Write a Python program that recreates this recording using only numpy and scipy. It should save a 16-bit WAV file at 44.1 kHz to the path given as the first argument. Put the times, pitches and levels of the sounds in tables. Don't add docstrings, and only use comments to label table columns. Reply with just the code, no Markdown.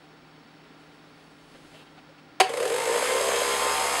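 import sys
import numpy as np
from scipy import signal
from scipy.fft import rfft, irfft, next_fast_len
from scipy.io import wavfile
from scipy.ndimage import uniform_filter1d, map_coordinates

SR = 44100
rng = np.random.default_rng(int(sys.argv[2]) if len(sys.argv) > 2 else 0)


def unload_wav(signal):
    wavfile.write(
        sys.argv[1],
        SR,
        np.round(np.clip(np.atleast_2d(signal).T, -1, 1) * 32767).astype(np.int16),
    )


def decibels_to_gain(level_db):
    exponent = np.asarray(level_db, float) / 20
    return 10 ** exponent


N = 176400
TIME = np.arange(N) / SR
ON_S = 2.4

# centre_hz, width_hz, level_db
FRAME_MODES = [(662.5, 12.3, -1), (763, 24, -8), (914, 14.5, -0.5), (1046, 42, -8), (1123, 16.5, -9.5),
               (1200, 32, -11), (1410, 30, -20), (1650, 45, -22), (1890, 190, -12), (2105, 48, -6),
               (2236, 98, -13.5), (2710, 150, -19), (3210, 160, -15.5)]
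# centre_hz, width_hz, level_db
GRILLE_MODES = [(3210, 120, -1), (5080, 160, 0), (6650, 220, 1), (7540, 160, 1), (8000, 360, -1),
                (9110, 320, -4), (9570, 180, -6), (9930, 150, -4), (10300, 250, -8), (11500, 200, -12)]


def unit(x):
    return x / np.sqrt(np.mean(x ** 2) + 1e-20)


def along(points, hz):
    f, v = np.transpose(points)
    return np.interp(np.log(hz + 1), np.log(f + 1), v)


def curve(rows):
    return np.interp(TIME, *np.transpose(rows))


def wobble(rate):
    return map_coordinates(rng.standard_normal(N // 100), [TIME * rate])


def filtered(x, response):
    m = next_fast_len(N + SR // 2)
    return irfft(rfft(x, m) * response(np.fft.rfftfreq(m, 1 / SR)), m)[:N]


def band(f, centre, width):
    return 1j * f * width / (centre * centre - f * f + 1j * f * width)


def body(peaks):
    return lambda f: sum((-1) ** k * decibels_to_gain(db) * band(f, c, w) for k, (c, w, db) in enumerate(peaks))


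def hiss(spectrum):
    def colour(hz):
        return decibels_to_gain(along(spectrum, hz) - 60 * (hz > spectrum[-1][0]))
    return unit(filtered(rng.standard_normal(N), colour))


def steady(x):
    return x / np.sqrt(np.abs(uniform_filter1d(x ** 2, size=SR // 8)) + 0.011 * np.mean(x ** 2))


def room_tone():
    # pitch_hz, density_db
    air_colour = [(25, -25), (100, -14), (260, -4), (500, -9), (1500, -12), (4000, -20), (6500, -29.5),
                  (10000, -38), (15700, -56)]
    # centre_hz, width_hz, level_db
    appliance = [(58, 6.6, -77), (118, 6.7, -78), (156.6, 3.6, -61.5), (257.6, 8.7, -67.5),
                 (294.4, 4.7, -61), (430, 5.1, -69.5), (784, 15, -68), (1394, 49, -69.5), (3820, 33, -80.5),
                 (4540, 130, -73.5), (5500, 340, -69.5)]
    air = decibels_to_gain(-54.5 + 0.33 + 0.3 * wobble(4.2)) * hiss(air_colour)
    drones = np.zeros(N)
    for hz, width, db in appliance:
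        narrow = filtered(rng.standard_normal(N), lambda f: band(f, hz, width) ** 2)
        drones += decibels_to_gain(db) * steady(narrow)
    whine_hz, whine_db = 15681, -79
    return air + drones + np.sqrt(2) * decibels_to_gain(whine_db) * np.sin(2 * np.pi * whine_hz * TIME)


def hand():
    # time_s, level_db
    rubbing = [(0., -79), (.7, -89), (.82, -72), (1., -79), (1.2, -69), (1.3, -72), (1.6, -64.5),
               (1.84, -65.5), (1.9, -78), (1.99, -75), (2.05, -80), (2.4, -99)]
    # pitch_hz, density_db
    cloth = [(400, 6), (1500, -2), (3000, 1.5), (6000, -5), (10000, -8.5), (15000, -28)]
    # time_s, level_db, pitch_hz, scuff_share
    contacts = [
        (.38, -55.5, 430, 0.27),
        (1.555, -53.5, 564, 1),
        (1.59, -57, 520, .3),
        (1.751, -50, 658, 0.7),
        (1.875, -59, 3100, .8),
        (1.986, -50, 745, 0.73),
        (2.1, -49, 500, .25),
        (2.19, -58, 2700, 1),
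    ]
    # start_s, end_s, level_db, pitch_hz
    squeak = (1.745, 1.835, -57, 2900)
    out = decibels_to_gain(curve(rubbing) + 6.0 + 1.5 * wobble(24.9)) * hiss(cloth) * (TIME < ON_S)
    skin = [(300, -4), (1200, -1.5), (3000, -2.5), (9000, -23)]  # Hz, dB per Hz
    for s, db, hz, scuff in contacts:
        swell = np.exp(-((TIME - s) / 0.012) ** 2)
        thump = np.sin(2 * np.pi * hz * TIME + 2.0 * wobble(50.0))
        out += decibels_to_gain(db) * swell * (thump + scuff * hiss(skin))
    start, end, db, hz = squeak
    knob = body([(hz * .92, 150, 0.), (hz * 1.1, 250, -4), (hz * 1.35, 700, -11)])
    rub = unit(filtered(rng.standard_normal(N), knob))
    gate = uniform_filter1d(1. * (TIME > start) * (TIME < end), size=600)
    return out + decibels_to_gain(db + 1.9 * wobble(57.7)) * rub * gate


def switch():
    # time_s, level_db
    contacts = [
        (2.4001, -11),
        (2.4017, -8),
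        (2.4048, -4.5),
        (2.4081, -17.5),
        (2.4096, -6.5),
        (2.415, -10),
    ]
    # pitch_hz, level_db, t60_s
    panel = [(385, -6, .09), (738, 1, .045), (1152, -24, .03), (1642, -12, .025), (2180, -8, .028),
             (2428, -11, .025), (2750, -11, .02), (3100, -9, .02), (4134, -11, .022), (4544, -7, .035),
             (5300, -14, .025)]
    # pitch_hz, density_db
    crack_colour = [(250, -9.5), (720, 2), (950, -5), (1700, -3.5), (2600, -4.5), (4500, -11.5),
                    (10500, -18.5), (15700, -47)]
    out, t = np.zeros(N), TIME[:SR // 3]
    noise = hiss(crack_colour)
    for s, db in contacts:
        i = round(s * SR)
        ring = np.zeros(len(t))
        for hz, level, t60 in panel:
            ring += decibels_to_gain(level + rng.normal(0, 0.98) - 60 * t / t60) * np.sin(2 * np.pi * hz * t)
        crack = decibels_to_gain(-60 * t / 0.014) * noise[i:i + len(t)]
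        attack = 1 - np.exp(-t / 0.00019)
        out[i:i + len(t)] += decibels_to_gain(db) * attack * (0.34 * ring + 0.79 * crack)
    return out


def rotor():
    top_rps, run_up_s = 70.26, .286
    since = np.maximum(TIME - ON_S, 0)
    speed = 1 - np.exp(-since / run_up_s)
    return speed, top_rps * (since - run_up_s * speed)


def film_pull():
    return np.tanh((TIME - 3.78) / 0.08)


def motor():
    speed, turns = rotor()
    shaft = decibels_to_gain(-55.5 + 1.1 * wobble(4.54)) * speed ** 6.5 * np.sin(2 * np.pi * turns)
    hum_hz, hum_db, inrush_db = 120.1, -61.5, 4
    hum_level = decibels_to_gain(hum_db + inrush_db * (0.5 - speed) + 1.3 * wobble(5.95))
    hum = hum_level * (speed > 0) * np.sin(2 * np.pi * hum_hz * TIME)
    return np.sqrt(2) * (shaft + hum)


def worn(turns):
    worn_share, wear_per_s = .62, 3
    size, age = 1024, TIME * wear_per_s
    tracks = rng.standard_normal((int(age[-1]) + 2, size))
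    old = age.astype(int)
    place = (turns % 1 * size).astype(int)
    fade = age % 1 * np.pi / 2
    repeat = np.cos(fade) * tracks[old, place] + np.sin(fade) * tracks[old + 1, place]
    fresh = rng.standard_normal(N)
    return np.sqrt(worn_share) * repeat * (turns > 0) + np.sqrt(1 - worn_share) * fresh


def fan():
    # pitch_hz, density_db
    air_colour = [(200, -0.5), (350, -6.5), (900, -6.5), (2200, -10), (4000, -16), (8500, -16.5),
                  (11500, -20.5), (15700, -45.5)]
    speed, turns = rotor()
    stroke = np.exp(-((turns + .06) % 1) / .3) - .6
    stroke_db = 6.5 * (1 - speed) ** .9 * 2 + 1.5
    beat_db = stroke_db * uniform_filter1d(stroke, size=110)
    beat = decibels_to_gain(beat_db + 0.49 * np.cos(6 * np.pi * turns) + 0.43 * wobble(24.0))
    rush = unit(filtered(worn(turns), lambda hz: decibels_to_gain(along(air_colour, hz))))
    air = decibels_to_gain(-29) * speed ** 1.1 * rush
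    grille = decibels_to_gain(-37.5) * speed ** 1.6 * unit(filtered(worn(turns), body(GRILLE_MODES)))
    starts = np.diff(np.floor(turns + 0.044), prepend=0) * decibels_to_gain(2.0 * rng.standard_normal(N))
    t = TIME[:SR // 10]
    gate = signal.fftconvolve(starts, np.exp(-t / .007) * np.minimum(t / .003, 1))[:N]
    tone = [(500, -1.5), (2500, -5.0), (6000, -10.0), (9500, -8), (12000, -27), (15500, -48)]  # Hz, dB per Hz
    scrape = decibels_to_gain(-25.5) * speed ** 0.44 * (1.3 - speed) ** .5 * gate * hiss(tone)
    return beat * (air + grille) + scrape


def knocking(turns, scatter_db, rough):
    # place_turns, level_db, scatter_turns
    knocks = [
        (0., 0, .003),
        (.125, -6, .005),
        (.31, -8, .005),
        (.62, -5, .004),
    ]
    train, whole = np.zeros(N), np.arange(1, int(turns[-1]))
    for place, db, scatter in knocks:
        luck = rng.standard_normal((len(whole), 2))
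        at = np.searchsorted(turns, whole + place + scatter * luck[:, 0])
        np.add.at(train, np.minimum(at, N - 1), decibels_to_gain(db + scatter_db * luck[:, 1]))
    power = signal.fftconvolve(train ** 2, np.exp(-TIME[:SR // 50] / 0.0036))[:N]
    grind = np.sqrt(np.abs(power)) * rng.standard_normal(N)
    rough = np.clip(rough, 0, 1)
    clean = unit(train - uniform_filter1d(train, size=301))
    return np.sqrt(1 - rough) * clean + np.sqrt(rough) * unit(grind)


def housing():
    # time_s, level_db
    rattle = [(2.48, -36), (2.53, -32), (2.62, -25.5), (2.75, -25.5), (2.83, -32), (2.9, -21.5),
              (2.97, -31.5), (3.07, -30.5), (3.14, -24.5), (3.27, -27.5), (3.4, -32), (3.5, -29),
              (3.58, -38), (3.68, -32), (3.75, -42.5), (3.9, -34), (4., -53)]
    # centre_hz, width_hz, level_db
    cover_modes = [(320, 25, -17), (409, 16, -6), (464, 18, 0), (522, 16, 0), (604, 18, -12)]
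    speed, turns = rotor()
    cover = steady(filtered(knocking(turns, scatter_db=2, rough=.12), body(cover_modes)))
    frame = steady(filtered(knocking(turns, scatter_db=3, rough=.15), body(FRAME_MODES)))
    frame_level = decibels_to_gain(-34 + 1 * film_pull() + 1.2 * wobble(5.35)) * speed ** 1.2
    return decibels_to_gain(curve(rattle)) * np.clip(turns, 0, 1) * cover + frame_level * frame


def jolts():
    # time_s, peak_db
    slaps = [(2.493, -22), (2.538, -16.5), (2.573, -25.5), (2.602, -18), (2.781, -29), (2.872, -17.5),
             (2.886, -18), (2.957, -14.5), (3.023, -14.5), (3.094, -26), (3.113, -19.5), (3.146, -17),
             (3.206, -13), (3.286, -15), (3.341, -16), (3.416, -11.5), (3.618, -20), (3.639, -41),
             (3.664, -18), (3.712, -26), (3.738, -31), (3.85, -20.5), (3.884, -27), (3.905, -36),
             (3.955, -19.5), (3.979, -35)]
    # centre_hz, width_hz, level_db
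    seat = [(383, 33, -12), (466, 66, 5), (543, 73, 8), (707, 57, -3), (1013, 85, -10)]

    def soft(f):
        return body(seat)(f) / (1 + 1j * f / 1500) ** 2

    train = np.zeros(N)
    s, db = np.transpose(slaps)
    train[np.round(s * SR).astype(int)] = decibels_to_gain(db - 3)
    single = filtered(np.eye(1, N)[0], soft)
    return filtered(train, soft) / np.abs(single).max()


def armature():
    # shaft_multiple, level_db
    order_tones = [(4, -49), (5, -49), (6, -46), (24, -48), (26, -47), (32, -45), (60, -53), (120, -50)]
    # shaft_multiple, level_db
    brush_tones = [(73, -46), (94, -41), (96, -42), (98, -46), (108, -45), (116, -49), (142, -48)]
    speed, turns = rotor()

    def tone(k):
        drift_rad = .7 * wobble(12.)
        return decibels_to_gain(5.5 * wobble(6.09)) * np.sin(2 * np.pi * k * turns + drift_rad)

    def chord(rows):
        return sum(decibels_to_gain(db) * tone(k) for k, db in rows)

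    through_grille = filtered(chord(brush_tones), body(GRILLE_MODES))
    free = decibels_to_gain(-8) * speed ** 5.5 * (chord(order_tones) + through_grille)
    shaking = speed ** 0.7 * sum(tone(k) for k in range(9, 19))
    frame = decibels_to_gain(-36 + 2.5 * film_pull()) * filtered(shaking, body(FRAME_MODES))
    return np.sqrt(2) * (free + frame)


def walls(x):
    # pitch_hz, t60_s
    decay = [(300, 0.3), (2000, 0.36), (10000, 0.2)]
    hz, t, z = signal.stft(rng.standard_normal(SR // 2), SR, nperseg=256)
    tail = signal.istft(z * decibels_to_gain(-60 * t / along(decay, hz)[:, None]), SR, nperseg=256)[1]
    return signal.fftconvolve(np.pad(x, (200, 0)), tail / np.linalg.norm(tail))[:N]


def small_radiator(f):
    s = 1j * f / 337
    return (s * s / (1 + 1.4 * s + s * s)) ** 2


def scene():
    near = filtered(switch() + housing() + jolts() + armature() + fan(), small_radiator)
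    mono = near + decibels_to_gain(-9.5) * walls(near) + motor() + hand() + room_tone()
    return np.array([mono, mono])


def band_limit(x):
    return signal.sosfilt(signal.butter(12, 15890, fs=SR, output="sos"), x)


def record(dry):
    # centre_hz, width_hz, depth_share
    notches = [(5675, 590, 0.77), (6880, 480, 0.4), (14900, 170, .8)]

    def port(f):
        cuts = [1 - np.clip(depth, 0, 1) * band(f, c, w) for c, w, depth in notches]
        return (f < 15760) * np.prod(cuts, axis=0)

    mono = filtered(dry[0], port)
    return band_limit(np.array([mono, mono]))


dry = scene()
out = record(dry)
unload_wav(out)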